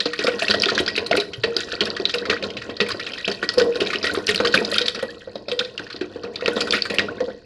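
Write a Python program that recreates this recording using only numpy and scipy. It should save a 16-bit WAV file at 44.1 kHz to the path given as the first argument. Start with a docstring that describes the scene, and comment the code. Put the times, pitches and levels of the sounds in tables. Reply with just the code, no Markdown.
"""Churning yogurt in a steel jug

A kitchen, the microphone close to the jug. A wooden hand churner is spun to and fro in thin yogurt.
Its head traps air with low gulps, slaps liquid on the wall and throws up drops and bubbles.
The jug rings along and rocks on the counter; the room adds a short tail and a steady hush."""
import sys
import numpy as np
from scipy import signal
from scipy.fft import rfft, irfft, next_fast_len
from scipy.io import wavfile
from scipy.ndimage import uniform_filter1d

SR = 44100
rng = np.random.default_rng(int(sys.argv[2]) if len(sys.argv) > 2 else 0)


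def master(y):
    """Save y as 16-bit WAV."""
    cut = np.clip(np.atleast_2d(y).T, -1, 1)
    pcm = np.round(cut * 32767)  # scale
    wavfile.write(sys.argv[1], SR, pcm.astype(np.int16))


N = 328545

# spectrum of the kitchen air: freq_hz, level_db
HUSH_SPECTRUM = [(15, -49), (32, 21), (133, 25.5), (197, 2), (554, -64), (1920, 0), (2780, -30),
                 (4250, 4.5), (11000, -50)]
# how long the kitchen rings: freq_hz, t60_s
KITCHEN_DECAY = [(150, 0.93), (500, 0.55), (1500, 0.23), (4000, 0.37), (9000, 0.39)]
# thuds of the jug's base on the counter: start_s, level_db, pitch_hz
ROCKS = [(0.804, -19, 80.6), (1.38, -17, 117), (1.749, -27, 97), (1.814, -17, 203), (2.583, -25, 117),
         (2.809, -10.5, 203), (2.929, -22.5, 103), (3.282, -18.5, 200), (3.58, -34, 113), (3.809, -28, 206),
         (3.942, -27, 205), (4.286, -21, 101), (4.288, -15, 198), (4.34, -16, 190), (4.547, -13, 199),
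         (4.624, -17, 205), (5.599, -26, 222), (5.798, -28, 200), (6.153, -50, 191), (6.24, -42, 200),
         (6.475, -24, 194), (6.558, -15.5, 219), (6.989, -24, 113)]
# modes of the jug's wall and air column: pitch_hz, level_db, t60_s
JUG_MODES = [(220, 5.5, 0.076), (306, 4, 0.22), (371, 2, 0.085), (481, 1.5, 0.27), (710, 7.5, 0.092),
             (1110, -22, 0.094), (1517, 18.5, 0.019), (1923, 17.5, 0.13), (2632, 16.5, 0.0084),
             (3250, 10, 0.031), (4070, 9.5, 0.02), (4572, 10.5, 0.025), (4900, 17.5, 0.002)]
# effort of the churning, as levels of liquid, small drops and finest drops:
# time_s, slosh_db, spray_db, spit_db
EFFORT = [(0.0, -17, -31, -28), (0.08, -53, -38, -64), (0.37, -30, -23.5, -28), (0.77, -28, -30, -57),
          (1.37, -35.5, -46.5, -51), (1.64, -35, -29.5, -52), (2.22, -32.5, -35.5, -63),
          (2.59, -34, -42.5, -71), (3.3, -36, -31.5, -43), (3.57, -34.5, -36, -45),
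          (4.732, -30.5, -28, -31.5), (5.31, -45.5, -53.5, -65), (5.62, -41.5, -44, -41.5),
          (6.27, -39.5, -49, -79), (6.6, -29, -28, -33.5), (6.93, -31.5, -40, -32),
          (7.12, -30.5, -42.5, -94), (7.45, -51, -58, -73)]
# spectrum of the turning liquid: freq_hz, level_db
SLOSH_SPECTRUM = [(18, -32), (30, -37), (92, -3), (140, -21), (197, -1.5), (263, -5.5), (419, 3), (466, 3),
                  (877, -17), (1100, -13), (1430, -68)]
# spectrum of the fizzing drops: freq_hz, level_db
SPRAY_SPECTRUM = [(470, -38), (800, -20), (1120, 5), (1470, 17.5), (1870, 19), (2190, -4.5), (2500, 14.5),
                  (4540, 11.5), (6300, 8.5), (12400, 11.5), (14600, -61)]
# short bright bursts of treble hiss, mostly at the slaps: start_s, level_db
HISS_BURSTS = [(0.1336, -28.5), (0.2394, -23), (0.6205, -16), (0.801, -14.5), (0.9645, -23), (1.065, -19.5),
               (1.1656, -13), (1.202, -21), (1.5663, -21), (1.854, -21.5), (2.147, -20), (2.8864, -17.5),
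               (3.5356, -23), (4.136, -14.5), (4.265, -16), (4.289, -13), (4.344, -15), (4.7321, -17),
               (4.7815, -17), (4.88, -21), (5.025, -22), (6.5316, -24), (6.9423, -17)]
# large single bubbles that chirp upward: start_s, level_db, pitch_hz, glide_ratio
BIG_BUBBLES = [(0.1386, -22, 1800, 0.58), (0.877, -9, 1372, 0.8), (1.123, -11.5, 1290, 0.58),
               (1.872, -20, 1600, 0.42), (2.222, -19, 1410, 0.7), (2.327, -10.5, 1447, 0.4),
               (2.364, -14.5, 1114, 2.4), (2.908, -16.5, 1030, 0.35), (3.245, -7.5, 2300, 1.05),
               (4.095, -11.5, 1407, 0.21), (4.759, -15, 1234, 0.54), (5.088, -20.5, 1650, 0.14),
               (5.6081, -14.5, 1310, 0.63), (6.5287, -20, 1440, 0.11), (6.681, -22, 1410, 0.22),
               (6.776, -16, 1324, 0.57), (6.9549, -25, 1720, 0.3), (7.084, -15.5, 1284, 0.44),
               (7.181, -25, 1470, 0.38), (7.3, -26.5, 1336, 0.86)]
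# air pockets trapped by the churner head: start_s, level_db, pitch_hz, t60_s
GULPS = [(0.059, -18, 480, 0.033), (0.191, -22.5, 411, 0.075), (0.245, -18, 504, 0.02),
         (0.279, -15, 497, 0.071), (0.421, -23, 650, 0.033), (0.496, -16.5, 437, 0.017),
         (0.543, -22.5, 600, 0.035), (0.566, -24, 383, 0.043), (0.662, -19.5, 395, 0.098),
         (0.719, -19, 454, 0.0075), (0.802, -19, 373, 0.029), (0.978, -24, 420, 0.058),
         (1.111, -17.5, 647, 0.024), (1.139, -19, 496, 0.11), (1.178, -17, 401, 0.11),
         (1.439, -16, 436, 0.045), (1.472, -28, 462.5, 0.41), (1.563, -27, 386, 0.068),
         (1.732, -26.5, 483, 0.019), (1.811, -20, 414, 0.087), (1.873, -34, 439, 0.2),
         (1.998, -21.5, 384, 0.078), (2.139, -22.5, 485.4, 0.24), (2.3, -19.5, 422, 0.055),
         (2.424, -28, 537, 0.11), (2.692, -27.5, 517, 0.022), (2.802, -25, 477, 0.017),
         (2.814, -17.5, 415, 0.091), (2.945, -25, 376, 0.007), (3.278, -20.5, 453, 0.022),
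         (3.29, -23.5, 394, 0.11), (3.43, -25, 513, 0.033), (3.575, -13, 494, 0.25),
         (3.612, -14, 454, 0.05), (3.658, -21, 461.7, 0.19), (3.694, -26, 457, 0.088),
         (3.757, -22.5, 487, 0.11), (3.815, -16, 401, 0.052), (3.95, -27, 397, 0.079),
         (4.039, -25.5, 388, 0.06), (4.174, -21.5, 385, 0.092), (4.287, -19.5, 418, 0.17),
         (4.401, -14, 466, 0.015), (4.436, -23.5, 465.3, 0.16), (4.543, -17.5, 517, 0.045),
         (4.585, -21.5, 431, 0.086), (4.613, -18, 478, 0.019), (4.722, -24, 560, 0.062),
         (4.809, -25.5, 488, 0.39), (5.027, -19, 517, 0.05), (5.274, -31, 514, 0.048),
         (5.356, -27.5, 537, 0.031), (5.483, -25.5, 550, 0.046), (5.518, -23.5, 492, 0.41),
         (5.6, -24, 496, 0.27), (5.798, -30, 334, 0.02), (5.944, -31.5, 358, 0.031),
         (6.013, -24, 369, 0.04), (6.159, -30.5, 480, 0.047), (6.24, -26.5, 445, 0.018),
         (6.423, -22.5, 494, 0.068), (6.481, -16, 476, 0.011), (6.568, -19, 458, 0.022),
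         (6.603, -25.5, 459, 0.089), (6.727, -29.5, 488, 0.12), (6.905, -25.5, 505, 0.027),
         (6.937, -28.5, 557, 0.07), (6.99, -25, 390, 0.017), (7.085, -29.5, 577, 0.034),
         (7.203, -18.5, 500, 0.14), (7.281, -23.5, 516, 0.057)]
# liquid and wood hitting the wall, short ones dry, long ones wet: start_s, level_db, centre_hz, t60_s
SLAPS = [(0.0034, -3, 3840, 0.023), (0.0559, -9, 4100, 0.052), (0.1327, -12, 1730, 0.037),
         (0.19, -5.5, 2680, 0.026), (0.21, -17, 1530, 0.041), (0.239, -7.5, 4500, 0.022),
         (0.2682, -5.5, 1480, 0.065), (0.392, -14.5, 4100, 0.036), (0.4214, -5.5, 2700, 0.026),
         (0.482, -3.5, 2600, 0.019), (0.4998, -20.5, 3930, 0.24), (0.538, -7.5, 1670, 0.043),
         (0.6, -6.5, 5400, 0.015), (0.621, -9.5, 4660, 0.0055), (0.634, -2, 2960, 0.041),
         (0.6574, -3, 3520, 0.014), (0.685, -8.5, 1790, 0.081), (0.7014, -9.5, 4180, 0.027),
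         (0.7497, -14, 3920, 0.064), (0.7786, -2.5, 1580, 0.014), (0.787, -4, 3130, 0.046),
         (0.8626, -10, 4360, 0.019), (0.879, -6.5, 4800, 0.039), (0.954, -13, 2530, 0.025),
         (0.9618, -8, 3900, 0.028), (0.9785, -3.5, 2530, 0.036), (1.063, -12, 4000, 0.028),
         (1.1112, -6.5, 2840, 0.053), (1.1304, -9, 2070, 0.0091), (1.1518, -10.5, 1450, 0.033),
         (1.1701, -5.5, 2600, 0.051), (1.2004, -4.5, 3880, 0.033), (1.334, -15, 2990, 0.04),
         (1.4356, -5, 1840, 0.059), (1.566, -2, 4530, 0.02), (1.605, -16.5, 2700, 0.05),
         (1.7174, -18, 4050, 0.06), (1.807, -1, 3010, 0.038), (1.8556, -13, 3540, 0.035),
         (1.903, -22, 4480, 0.0033), (1.965, -10, 1690, 0.032), (2.0542, -1.5, 3760, 0.017),
         (2.094, -12, 3440, 0.045), (2.14, -5, 2720, 0.039), (2.184, -12, 3750, 0.027),
         (2.2535, -13, 1930, 0.048), (2.297, -7.5, 1835, 0.13), (2.4256, -11.5, 2550, 0.02),
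         (2.4368, -10.5, 3840, 0.037), (2.503, -18, 3000, 0.028), (2.568, -15.5, 2900, 0.068),
         (2.6173, -19, 1740, 0.052), (2.6946, -22, 1620, 0.078), (2.7675, -17, 4260, 0.03),
         (2.803, -3, 2730, 0.059), (2.864, -15, 2320, 0.033), (2.8876, -17.5, 1450, 0.077),
         (2.903, -11, 1660, 0.047), (2.9167, -10, 4380, 0.029), (2.996, -14, 1830, 0.054),
         (3.0644, -13.5, 3480, 0.05), (3.135, -15.5, 3130, 0.037), (3.1782, -20.5, 1940, 0.057),
         (3.278, -6, 2770, 0.042), (3.3146, -11.5, 4570, 0.033), (3.4272, -12, 1720, 0.047),
         (3.49, -0.5, 4700, 0.019), (3.5384, -16, 4500, 0.023), (3.5812, -5, 4860, 0.038),
         (3.596, -8.5, 1530, 0.057), (3.7565, -12, 3600, 0.025), (3.8028, -7, 2820, 0.068),
         (3.86, -15.5, 2400, 0.056), (3.872, -11, 3660, 0.013), (3.902, -14.5, 2260, 0.058),
         (3.93, -11, 1790, 0.089), (3.958, -9.5, 2770, 0.014), (4.0287, -8.5, 4840, 0.041),
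         (4.0415, -6, 1940, 0.057), (4.0661, -9.5, 1880, 0.061), (4.072, -15.5, 4150, 0.012),
         (4.146, -19, 1530, 0.16), (4.2694, -4.5, 5470, 0.015), (4.28, -7.5, 2650, 0.032),
         (4.291, -1, 1940, 0.035), (4.3462, -8.5, 2850, 0.018), (4.359, -5, 4600, 0.017),
         (4.378, -15, 3800, 0.0092), (4.4014, -6.5, 1350, 0.038), (4.448, -5.5, 1630, 0.054),
         (4.472, -6, 3350, 0.021), (4.5242, -14, 3900, 0.03), (4.54, -1, 1704, 0.066),
         (4.576, -7.5, 2380, 0.012), (4.6483, -8.5, 4500, 0.025), (4.7148, -12.5, 3880, 0.03),
         (4.7418, -8.5, 4370, 0.023), (4.7515, -10.5, 3160, 0.065), (4.7822, 2.5, 3400, 0.024),
         (4.815, -5.5, 3570, 0.03), (4.858, -9.5, 4200, 0.044), (4.8818, -0.5, 3600, 0.02),
         (4.947, -12.5, 4830, 0.058), (4.9904, -21, 1790, 0.079), (5.025, -18.5, 1830, 0.055),
         (5.106, -25, 4230, 0.016), (5.356, -21, 3870, 0.037), (5.483, -22.5, 3750, 0.12),
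         (5.5158, -7, 3330, 0.027), (5.591, -4, 3480, 0.036), (5.6486, -15, 3770, 0.021),
         (5.7778, -11.5, 2850, 0.022), (5.794, -16, 1540, 0.023), (5.843, -27, 5100, 0.027),
         (5.867, -25, 1700, 0.023), (5.901, -20.5, 1520, 0.069), (5.928, -19, 4350, 0.026),
         (5.962, -19, 4230, 0.033), (6.0103, -17, 1620, 0.058), (6.157, -34, 1640, 0.086),
         (6.234, -27, 1660, 0.12), (6.358, -12, 3850, 0.024), (6.4086, -20, 2000, 0.043),
         (6.4597, -3.5, 2720, 0.012), (6.4791, -4, 1900, 0.028), (6.564, -18, 1380, 0.11),
         (6.6058, -6, 4500, 0.049), (6.672, -15, 1404, 0.045), (6.708, -6, 4700, 0.0098),
         (6.724, -3, 3370, 0.023), (6.735, -10.5, 2650, 0.19), (6.8215, -5.5, 4400, 0.014),
         (6.853, -11, 1660, 0.043), (6.8989, -11, 2600, 0.06), (6.9402, -16.5, 1900, 0.069),
         (6.985, -2, 2700, 0.0092), (6.992, -3.5, 1950, 0.039), (7.204, -18, 1800, 0.03)]
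# level of a faint random left-right flutter, side against mid: freq_hz, level_db
FLUTTER_SPECTRUM = [(60, -6.5), (180, -21.5), (530, -17), (1590, -21), (4730, -26), (14100, -6.5)]
# response of the microphone: freq_hz, gain_db
MIC_RESPONSE = [(20, -9), (45, -9.5), (80, -8), (5000, -1), (7000, -10), (11000, -16), (13000, -35.5),
                (15000, -27)]


def gain_of(db):
    """Decibels to gain."""
    return 10 ** (np.asarray(db) / 20)


def unit_rms(x):
    """Scales to rms 1."""
    return x / np.sqrt(np.mean(x ** 2) + 1e-20)


def value_at(points, hz):
    """Reads a table on a log frequency axis."""
    freq_hz, value = np.transpose(points)
    return np.interp(np.log(hz + 1), np.log(freq_hz + 1), value)


def add(mix, start_s, sound):
    """Adds a sound at a time."""
    part = mix[round(start_s * SR):][:len(sound)]
    part += sound[:len(part)]


def coloured(x, spectrum):
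    """Filters by a spectrum table."""
    size = next_fast_len(len(x))
    gain = gain_of(value_at(spectrum, np.fft.rfftfreq(size, 1 / SR)))
    return irfft(rfft(x, size) * gain, size)[:len(x)]


def band(x, lo_hz, hi_hz):
    """Causal band-pass."""
    return signal.sosfilt(signal.butter(2, [lo_hz, hi_hz], "band", fs=SR, output="sos"), x)


def effort_gains():
    """Slosh, spray and spit gains at every sample."""
    time_s, *levels_db = np.transpose(EFFORT)
    return [gain_of(np.interp(np.arange(N) / SR, time_s, db)) for db in levels_db]


def flicker(depth_db, samples):
    """A random gain that wanders by depth_db rms over about this many samples."""
    drift = uniform_filter1d(rng.standard_normal(N), samples)
    return gain_of(depth_db * unit_rms(uniform_filter1d(drift, samples // 2)))


def ping(hz, t60, glide, rise_s):
    """A dying tone; with glide its pitch climbs, as a bubble's does near the surface."""
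    t = np.arange(round(t60 * SR) + 50) / SR
    tone = np.sin(2 * np.pi * hz * t * (1 + glide * t / t60))
    return tone * gain_of(-60 * t / t60) * (1 - np.exp(-t / rise_s))


def kitchen_hush():
    """Steady room tone, far behind the jug."""
    return gain_of(-47) * unit_rms(coloured(rng.standard_normal(N), HUSH_SPECTRUM))


def kitchen_tail(near):
    """The room answers with sparse reflections of random sign, each band dying at its own speed."""
    taps = np.zeros(SR // 2)
    at = np.arange(150, len(taps) - 20, 20)
    taps[at + rng.integers(0, 20, len(at))] = rng.choice([-1., 1.], len(at))
    hz, t, spectra = signal.stft(taps, SR, nperseg=256)
    decay = gain_of(-60 * t / value_at(KITCHEN_DECAY, hz)[:, None])
    room = signal.istft(spectra * decay, SR, nperseg=256)[1]
    return signal.fftconvolve(near, room / np.linalg.norm(room))[:N]


def jug_rocking():
    """The base rocks on the counter with dull low thuds."""
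    out = np.zeros(N)
    for start_s, db, hz in ROCKS:
        add(out, start_s, gain_of(db) * ping(hz, t60=0.13, glide=0, rise_s=0.003))
    return out


def jug_ring(drive):
    """Modes of the steel wall and the air inside, rung by whatever happens in the liquid."""
    t = np.arange(SR // 2) / SR
    ring = sum(gain_of(db - 60 * t / t60) * np.sin(2 * np.pi * hz * t) / np.sqrt(t60)
               for hz, db, t60 in JUG_MODES)
    return signal.oaconvolve(drive, ring / np.linalg.norm(ring))[:N]


def slosh():
    """Lumpy low wash of the turning liquid, surging after each trapped pocket."""
    stir, t = np.zeros(N), np.arange(12000) / SR
    for start_s, db, *_ in GULPS:
        add(stir, start_s, gain_of(db - 60 * t / 0.29))
    surge = (stir + 0.011) / (uniform_filter1d(stir, 15000) + 0.026)
    wash = coloured(rng.standard_normal(N), SLOSH_SPECTRUM) * flicker(3.5, samples=1500)
    return unit_rms(wash * np.sqrt(surge))


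def small_bubbles(per_s, spread_db, range_hz, cycles, glide):
    """A swarm of bubbles at random times on 30 pitches; a few stand out."""
    out = np.zeros(N + SR)
    for hz in np.geomspace(*range_hz, 30):
        grain = ping(hz, cycles / hz, glide, rise_s=1 / hz)
        starts = rng.integers(0, N, round(per_s * N / SR / 30))
        levels_db = spread_db * np.minimum(rng.exponential(1, len(starts)), 4)
        gains = gain_of(levels_db) * np.sqrt(hz) / np.linalg.norm(grain)
        positions = starts[:, None] + np.arange(len(grain))
        out += np.bincount(positions.ravel(), np.outer(gains, grain).ravel(), len(out))
    return unit_rms(out[:N])


def spray(froth, spray_gain, spit_gain):
    """Wet fizz, chirps and fine spits follow the churning and crowd after each slap, along with foam."""
    crowd = (froth + 0.034) / (uniform_filter1d(froth, 12000) + 0.027)  # highest just after a slap
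    hiss = rng.standard_normal(N)  # bubbles too small to tell apart
    crackle = small_bubbles(per_s=700, spread_db=3.5, range_hz=(900, 7000), cycles=20, glide=0.2)
    fizz = coloured(crackle + 0.5 * hiss, SPRAY_SPECTRUM)
    fizz = unit_rms(fizz * crowd ** 0.75 * flicker(3, samples=1100))
    chirps = small_bubbles(per_s=60, spread_db=2, range_hz=(1200, 4800), cycles=40, glide=0.25)
    drops = fizz + gain_of(-4) * np.sqrt(crowd) * chirps
    bursts = crowd * flicker(6, samples=900)
    mist = small_bubbles(per_s=250, spread_db=2.5, range_hz=(6500, 13000), cycles=30, glide=0.1)
    spits = unit_rms(bursts * band(mist, 6500, 13500))
    foam = small_bubbles(per_s=900, spread_db=3, range_hz=(1100, 4800), cycles=30, glide=0.25)
    return spray_gain * drops + spit_gain * spits + gain_of(-20.5) * froth * foam


def hiss_bursts(t60_s=0.039, rise_s=0.0013):
    """Short bright bursts of treble hiss, mostly at the slaps."""
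    envelope, t = np.zeros(N), np.arange(6000) / SR
    for start_s, db in HISS_BURSTS:
        add(envelope, start_s, gain_of(db - 60 * t / t60_s) * (1 - np.exp(-t / rise_s)))
    return envelope * flicker(1.1, samples=100) * unit_rms(band(rng.standard_normal(N), 7200, 13500))


def big_bubbles():
    """Single bubbles near the surface with clear rising chirps."""
    out = np.zeros(N)
    for start_s, db, hz, glide in BIG_BUBBLES:
        add(out, start_s, gain_of(db) * ping(hz, t60=0.044, glide=glide, rise_s=0.003))
    return out


def gulps():
    """Trapped air pockets ring, unsteady in the moving liquid, with a push and a dull wooden knock."""
    (pockets, knocks, pushes), t = np.zeros((3, N)), np.arange(3000) / SR
    wobble = flicker(1.8, samples=400)
    for start_s, db, hz, t60 in GULPS:
        tone = ping(hz, np.clip(t60, 0.02, 0.45), glide=0.03, rise_s=0.003)
        add(pockets, start_s, gain_of(db) * tone / abs(tone).max())
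        force = gain_of(db) * (0.017 / t60) ** 0.16  # the longer the ring, the softer the knock
        add(knocks, start_s, force * gain_of(-60 * t / 0.1) * rng.standard_normal(len(t)))
        add(pushes, start_s, force * np.exp(-t / 0.0003))
    return pockets * wobble + band(gain_of(6) * knocks + gain_of(-1.5) * pushes, 212, 686)


def slap_cluster(centre_hz, t60):
    """Six chirping bubbles around one pitch, spread over a slap, the later ones fainter."""
    out = np.zeros(6000)
    for delay, detune in rng.random((6, 2)):
        hz = centre_hz * 1.712 ** (2 * detune - 0.8)
        chirp = ping(min(hz, 5500), t60=45 / hz, glide=0.1, rise_s=1 / hz)
        add(out, delay ** 2 * t60 * 0.7, gain_of(-24 * delay ** 2) * chirp)
    return out


def slap_crackle(t, centre_hz, t60):
    """The splash of one slap: clumpy noise, a narrow band at its centre over a broad one."""
    noise, clumps = rng.standard_normal((2, len(t)))
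    envelope = gain_of(-60 * t / t60) * (1 - np.exp(-t / (0.025 * t60)))
    burst = noise * envelope * gain_of(1.9 * unit_rms(uniform_filter1d(clumps, 90)))
    narrow = unit_rms(band(burst, centre_hz / 1.077, centre_hz * 1.109))
    broad = unit_rms(band(burst, centre_hz / 1.44, 5570))
    crackle = narrow + 1.05 * broad
    return crackle / abs(crackle).max()


def slaps():
    """Liquid and wood hit the wall. Returns the sound, the froth envelope and the blows on the steel."""
    (out, froth, blows), t = np.zeros((3, N)), np.arange(6000) / SR
    for start_s, db, hz, t60 in SLAPS:
        wet_db = 6.5 * np.log2(t60 / 0.036)  # a longer slap has a softer pop and more froth
        pop = ping(hz, t60=24 / hz, glide=0.082, rise_s=0.5 / hz)
        add(out, start_s, gain_of(db - 4) * slap_crackle(t, hz, t60))
        add(out, start_s, gain_of(db - 6 - wet_db) * pop)
        add(out, start_s, gain_of(db - 13.5 + wet_db) * slap_cluster(hz, t60))
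        add(blows, start_s, gain_of(db + 0.5) * ping(hz, t60=3 / hz, glide=0, rise_s=0.5 / hz))
        add(froth, start_s, gain_of(db + wet_db - 60 * t / 0.11) * (1 - np.exp(-t / 0.00075)))
    return band(out, 880, 8900), froth, blows


def stereo(mid):
    """Left and right differ by a faint random flutter that follows the sound."""
    hz, _, spectra = signal.stft(mid, SR, nperseg=1024)
    scrambled = spectra * np.exp(2j * np.pi * rng.random(spectra.shape))
    flutter_gain = gain_of(value_at(FLUTTER_SPECTRUM, hz))[:, None]
    side = signal.istft(scrambled * flutter_gain, SR, nperseg=1024)[1][:N]
    return np.array([mid + side, mid - side])


def scene():
    """Liquid and jug close up, the kitchen behind them."""
    slosh_gain, spray_gain, spit_gain = effort_gains()
    slapping, froth, blows = slaps()
    wash = slosh_gain * slosh()
    gulping = gulps()
    splashes = slapping + spray(froth, spray_gain, spit_gain) + big_bubbles() + hiss_bursts()
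    drive = gain_of(3.5) * gulping + gain_of(-5) * wash + gain_of(-12.5) * splashes + blows
    near = gulping + splashes + wash + jug_rocking() + jug_ring(drive)
    return stereo(kitchen_hush() + gain_of(-12.5) * kitchen_tail(near) + near)


def record(dry):
    """The microphone colours the sound; its input flattens the highest peaks and ends at 14.7 kHz."""
    clipped = np.clip([coloured(channel, MIC_RESPONSE) for channel in dry], -0.97, 0.97)
    low_pass = signal.firwin(511, 14700, window=("kaiser", 9), fs=SR)
    return signal.oaconvolve(clipped, low_pass[None], "same")


dry = scene()
out = record(dry)
master(out)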